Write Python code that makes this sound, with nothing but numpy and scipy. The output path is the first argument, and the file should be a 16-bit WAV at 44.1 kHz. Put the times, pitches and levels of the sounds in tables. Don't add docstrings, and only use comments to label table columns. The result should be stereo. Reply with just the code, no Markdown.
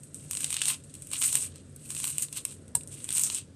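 import sys
import numpy as np
from scipy import signal
from scipy.fft import rfft, irfft, next_fast_len
from scipy.io import wavfile
from scipy.ndimage import uniform_filter1d

SR = 44100
rng = np.random.default_rng(int(sys.argv[2]) if len(sys.argv) > 2 else 0)


def generate_wav(signal):
    frames = np.transpose(np.atleast_2d(signal))
    scaled = np.clip(frames, -1, 1) * 32767
    pcm = np.round(scaled).astype(np.int16)
    wavfile.write(sys.argv[1], SR, pcm)


def linear_from_db(decibels):
    return 10 ** (np.asarray(decibels, float) / 20)


N = 156555

# f/Hz, level/dB per Hz
RUMBLE_SPECTRUM = [(15, -71), (25, -20), (59, -13), (72, -10), (92, -3.5), (145, -10.5), (178, -11.5),
                   (266, -10), (398, -17), (540, -18), (720, -31), (961, -38), (1440, -33), (2000, -38),
                   (2600, -71)]
# f/Hz, width/Hz (first of two passes), level/dB
ROOM_MODES = [(90.7, 5.9, -59), (142.6, 18, -54.5), (264.6, 28.6, -64)]
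# f/Hz, level/dB per Hz
HISS_SPECTRUM = [(530, -38), (900, -6.5), (5520, -10), (8350, -9.5), (12100, -16), (14000, -51)]
RUMBLE_DB, RUMBLE_DRIFT_DB, RUMBLE_DRIFT_HZ, HISS_DB = -53.5, 1.5, 2.84, -69

# t/s, level/dB, depth/dB (lift of the large, low flakes)
PULL = [(0, -58, -7.5), (.29, -45, 0.5), (.31, -39, -3), (.42, -33, 1.5), (.49, -34.5, 4), (.59, -40, 9),
        (.65, -32, 5.5), (.71, -25, 8.5), (.74, -37.5, 12), (.79, -58.5, 5), (.93, -53.5, 3.5),
        (1.1, -43.5, -2), (1.138, -36.5, 15), (1.2, -27, -9.5), (1.246, -22.5, 1), (1.309, -30, -3),
        (1.37, -27.5, 6.5), (1.454, -34, 4.5), (1.5, -62.5, 17), (1.75, -60.5, 2.5), (1.89, -41, 3.5),
        (1.96, -36.5, 2), (2.076, -28.5, 4), (2.16, -39.5, 2), (2.23, -31, -2), (2.3, -55.5, -1),
        (2.345, -40, 3.5), (2.372, -26, 5), (2.43, -53.5, 1), (2.49, -43.5, 6), (2.549, -45.5, 0.5),
        (2.6, -60.5, 3), (2.74, -61.5, -14), (2.86, -62, -3), (2.93, -38.5, 4.5), (2.97, -45.5, 6),
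        (3.08, -40, 2), (3.18, -25.5, 0), (3.25, -27.5, -0.5), (3.3, -34.5, 4.5), (3.385, -33.5, 5.5),
        (3.42, -69, 18), (3.55, -78, 15)]
# t/s, middle-sized level/dB, finest level/dB
FLAKE_BALANCE = [(.5, -2.5, 1), (2.1, -1.5, 3), (3.12, -5, 0), (3.27, 4, 0.5)]
# f/Hz, level/dB per Hz
SKIN_SPECTRUM = [(290, -54), (500, -27.5), (648, -31.5), (1040, -22), (1850, -24.5), (2720, -12),
                 (3480, -15), (3900, -13.5), (4910, -17.5), (7340, -7), (8360, 3), (11300, -18),
                 (13800, -16.5), (14600, -15), (15500, -57)]
RING_CYCLES, SPLIT_HZ = 2.8, 5200
FLAKE_DRIFT_HZ = 15.3
CRACKS_PER_S, SIZE_SPREAD_DB = 1200, 3
CLUMP_DB, CLUMP_DRIFT_HZ = 2.5, 50
CRACKLE_DB, RUB_DB = -4.5, -6.5
RUB_DEPTH_DB = -4
CRACKLE_DRIFT_DB, SNAP_DRIFT_DB = 3.0, 0.85

# t/s, relative level/dB, relative depth/dB
SNAPS = [(0.034, -28, -17), (0.1444, -22, -50), (0.3109, -8.5, -19.5), (0.3324, -18.5, -9.5),
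         (0.3508, -16.5, -12), (0.3713, -16, -12), (0.406, -14.5, -15), (0.4316, -19, -7.5),
         (0.4439, -13, -6.5), (0.5046, -13, -14.5), (0.5276, -13.5, -9.5), (0.5424, -19.5, -5),
         (0.5666, -15.5, -8.5), (0.607, -23, -9), (0.617, -14, -1), (0.6555, -11.5, -12),
         (0.6827, -8.5, -15), (0.702, -15.5, -6.5), (0.838, -36, -27), (0.9397, -24.5, -23),
         (0.9514, -27.5, -18), (1.0214, -25.5, -33), (1.071, -25, -22), (1.1152, -25.5, -9.5),
         (1.1327, -13.5, -12.5), (1.2175, -15, -3.5), (1.2247, -14, -3.5), (1.238, -9, -31),
         (1.2416, -16, -19), (1.253, -18, -19), (1.2766, -24, -32), (1.296, -20, -15), (1.3283, -15.5, -8),
         (1.354, -5, -10.5), (1.558, -30, -28), (1.7619, -26, -28), (1.904, -15, -12), (1.949, -17, -10.5),
         (1.9663, -23, -4.5), (2.0007, -15, -14), (2.0418, -13.5, -8.5), (2.072, -19.5, -9.5),
         (2.1826, -11.5, -13.5), (2.1954, -21, -10), (2.2225, -8.5, -50), (2.2846, -36.5, -0.5),
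         (2.3268, -18.5, -17), (2.372, -16.5, -26), (2.4518, -11, -11.5), (2.68, -35.5, -14),
         (2.7501, -15, -28), (2.7528, -3.5, -37), (2.8094, -27, -11.5), (2.8345, -26, -28),
         (2.8742, -26, -27), (3.043, -19.5, -19), (3.0902, -18, -5.5), (3.1053, -12, -14),
         (3.1268, -15, -30), (3.1353, -23, -12), (3.151, -12.5, -39), (3.1678, -12, -24),
         (3.1816, -10.5, -17), (3.195, -11, -18), (3.2355, -2.5, -36), (3.266, -33, 2), (3.3002, -25, 3.5),
         (3.3473, -16.5, -21), (3.384, -26.5, -4)]
SNAP_S, SNAP_GAIN_DB, SNAP_DEPTH_DB = 0.0016, 19.5, 14
SNAP_SCATTER_DB = 5
BREAK_DB = -5
SETTLE_DB, SETTLE_T60_S = -21.5, 0.079

# t/s, blow level/dB, f/Hz above which the contact is dull
KNOCKS = [(2.751, -32, 2500), (2.7685, -31, 300)]
# f/Hz, level/dB, t60/s
COUNTER_MODES = [(150, -5, .08), (740, -12, 0.04), (953, 0, 0.05), (1300, -15, 0.03), (1650, -8, 0.045),
                 (2160, -15, .03)]

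ROOM_T60_S, ROOM_DELAY_S, ROOM_DB = 0.2, 0.002, -12
KNOCK_ROOM_DB = -9
UNLIKE_DB, UNLIKE_ABOVE_HZ, UNLIKE_DRIFT_HZ = -29.5, 3700, 422
OPPOSED_HISS_DB = -85
LOW_CUT_HZ = 43
TOP_FLOOR_DB, TOP_FROM_HZ, TOP_RISE_DB_PER_KHZ = -98, 11610, 14


def rms_one(x):
    return x / np.sqrt(np.mean(x ** 2) + 1e-20)


def colour(x, points):
    size = next_fast_len(len(x) + 8192)
    size += size % 2
    hz, db = np.transpose(points)
    bins_hz = np.arange(size // 2 + 1) * SR / size
    curve_db = np.interp(np.log(bins_hz + 1), np.log(hz), db)
    cepstrum = irfft(np.log(linear_from_db(curve_db)), size)
    cepstrum[1:size // 2] *= 2
    cepstrum[size // 2 + 1:] = 0
    return irfft(rfft(x, size) * np.exp(rfft(cepstrum)), size)[:len(x)]


def resonance(x, hz, width_hz):
    r = np.exp(-np.pi * width_hz / SR)
    zeros = np.array([1, 0, -1]) * (1 - r * r) / 2
    poles = [1, -2 * r * np.cos(2 * np.pi * hz / SR), r * r]
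    return signal.lfilter(zeros, poles, x + 1e-18)


def drift(rate_hz):
    r = np.exp(-2 * np.pi * rate_hz / SR)
    return rms_one(signal.lfilter([1], [1, -2 * r, r * r], rng.standard_normal(N + SR))[SR:])


def background():
    rumble = rms_one(colour(rng.standard_normal(N + SR), RUMBLE_SPECTRUM)[SR:])
    out = linear_from_db(RUMBLE_DB + RUMBLE_DRIFT_DB * drift(RUMBLE_DRIFT_HZ)) * rumble
    for hz, width_hz, db in ROOM_MODES:
        once = resonance(rng.standard_normal(N + SR), hz, width_hz)
        twice = resonance(once, hz, 2 * width_hz)
        out = out + linear_from_db(db) * rms_one(twice[SR:])
    return out + linear_from_db(HISS_DB) * rms_one(colour(rng.standard_normal(N), HISS_SPECTRUM))


def flakes(clicks, depth_db, dealt, drift_db):
    pitches = np.geomspace(700, 14000, 14)
    changing = [linear_from_db(drift_db * drift(FLAKE_DRIFT_HZ)) for _ in range(5)]
    s, middle_db, finest_db = np.transpose(FLAKE_BALANCE)
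    t = np.arange(N) / SR
    large = linear_from_db(depth_db)
    middle = linear_from_db(np.interp(t, s, middle_db))
    finest = linear_from_db(np.interp(t, s, finest_db))
    out = 0
    for k, hz in enumerate(pitches):
        if hz < SPLIT_HZ:
            gain = large
        elif hz < 8000:
            gain = middle
        elif hz > 10000:
            gain = finest
        else:
            gain = 1
        mine = clicks * (dealt == k % 7) * changing[k // 3] * gain
        out = out + resonance(mine, hz, hz / RING_CYCLES)
    return colour(out, SKIN_SPECTRUM)


def crackle():
    s, pull_db, depth = np.transpose(PULL)
    t = np.arange(N) / SR
    depth_db = np.interp(t, s, depth)
    dealt = rng.integers(0, 7, N)
    clump_db = CLUMP_DB * drift(CLUMP_DRIFT_HZ)
    born = rng.random(N) < CRACKS_PER_S * linear_from_db(clump_db) / SR
    size_db = SIZE_SPREAD_DB * np.minimum(rng.exponential(1, N), 2.5) + 0.5 * clump_db
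    clicks = born * linear_from_db(size_db) * rng.choice([-1, 1], N)
    cracks = rms_one(flakes(clicks, depth_db, dealt, CRACKLE_DRIFT_DB))
    rub = rms_one(flakes(rng.standard_normal(N), depth_db + RUB_DEPTH_DB, dealt, CRACKLE_DRIFT_DB))
    level = linear_from_db(np.interp(t, s, pull_db)) + settling()
    return level * (linear_from_db(CRACKLE_DB) * cracks + linear_from_db(RUB_DB) * rub)


def settling():
    kicks = np.zeros(N)
    for s, db, _ in SNAPS:
        kicks[int(s * SR)] = linear_from_db(db + SETTLE_DB)
    return signal.lfilter([1], [1, -linear_from_db(-60 / (SETTLE_T60_S * SR))], kicks)


def snaps():
    s, db, depth = np.transpose(SNAPS)
    when, size, sign = rng.random((3, len(s), 14))
    late = -SNAP_S * np.log(1 - 0.9 * when)
    late[:, :7] = np.arange(7)[::-1] / SR
    sign[:, :7] = sign[:, :1]
    fade_db = -5 * late / SNAP_S + BREAK_DB * (np.arange(14) < 7)
    level_db = SNAP_GAIN_DB + db[:, None] + SNAP_SCATTER_DB * (size - 1)
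    at = np.minimum(np.round((s[:, None] + late) * SR).astype(int), N - 1)
    clicks, depth_db, dealt = np.zeros((3, N))
    clicks[at] = linear_from_db(fade_db + level_db) * np.sign(sign - 0.5)
    depth_db[at] = depth[:, None] + SNAP_DEPTH_DB
    dealt[at] = np.arange(14) % 7
    return flakes(clicks, depth_db, dealt, SNAP_DRIFT_DB)


def room(x):
    t = np.arange(SR // 2) / SR
    tail = rng.standard_normal(len(t)) * linear_from_db(-60 * t / ROOM_T60_S) * (t > ROOM_DELAY_S)
    return linear_from_db(ROOM_DB) * signal.fftconvolve(x, tail / np.sqrt(np.sum(tail ** 2)))[:N]


def knock(s, blow_db, dull_hz):
    click = np.zeros(N)
    click[int(s * SR)] = linear_from_db(blow_db)
    out = 0
    for hz, db, t60 in COUNTER_MODES:
        r, w = linear_from_db(-60 / (t60 * SR)), 2 * np.pi * hz / SR
        poles = [1, -2 * r * np.cos(w), r * r]
        out = out + signal.lfilter([0, linear_from_db(db) * np.sin(w)], poles, click + 1e-18)
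    return signal.sosfilt(signal.butter(2, dull_hz, fs=SR, output="sos"), out)


def scene():
    skin = crackle() + snaps()
    knocks = sum(knock(*blow) for blow in KNOCKS)
    mid = skin + room(skin) + knocks + linear_from_db(KNOCK_ROOM_DB) * room(knocks) + background()
    high_pass = signal.butter(1, UNLIKE_ABOVE_HZ, "high", fs=SR, output="sos")
    unlike = signal.sosfilt(high_pass, mid * drift(UNLIKE_DRIFT_HZ))
    hiss = rms_one(colour(rng.standard_normal(N), HISS_SPECTRUM))
    side = linear_from_db(UNLIKE_DB) * unlike + linear_from_db(OPPOSED_HISS_DB) * hiss
    return mid + side * [[1], [-1]]


def trim_top(x):
    hz, _, frames = signal.stft(x, SR, nperseg=1024)
    power = uniform_filter1d(np.abs(frames[0]) ** 2, size=15, axis=0)
    level_db = 10 * np.log10(power + 1e-20)
    above_hz = hz[:, None] - TOP_FROM_HZ
    line_db = TOP_FLOOR_DB + TOP_RISE_DB_PER_KHZ * above_hz / 1000
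    weak = (level_db < line_db) & (above_hz > 0)
    kept = np.cumsum(weak, axis=0) == 0
    return signal.istft(frames * kept, SR, nperseg=1024)[1][:, :N]


def band_limit(x):
    return signal.sosfilt(signal.butter(12, 15760, fs=SR, output="sos"), x)


def record(dry):
    cut = signal.sosfilt(signal.butter(2, LOW_CUT_HZ, "high", fs=SR, output="sos"), dry)
    mix = trim_top(cut)
    return band_limit(mix)


dry = scene()
out = record(dry)
generate_wav(out)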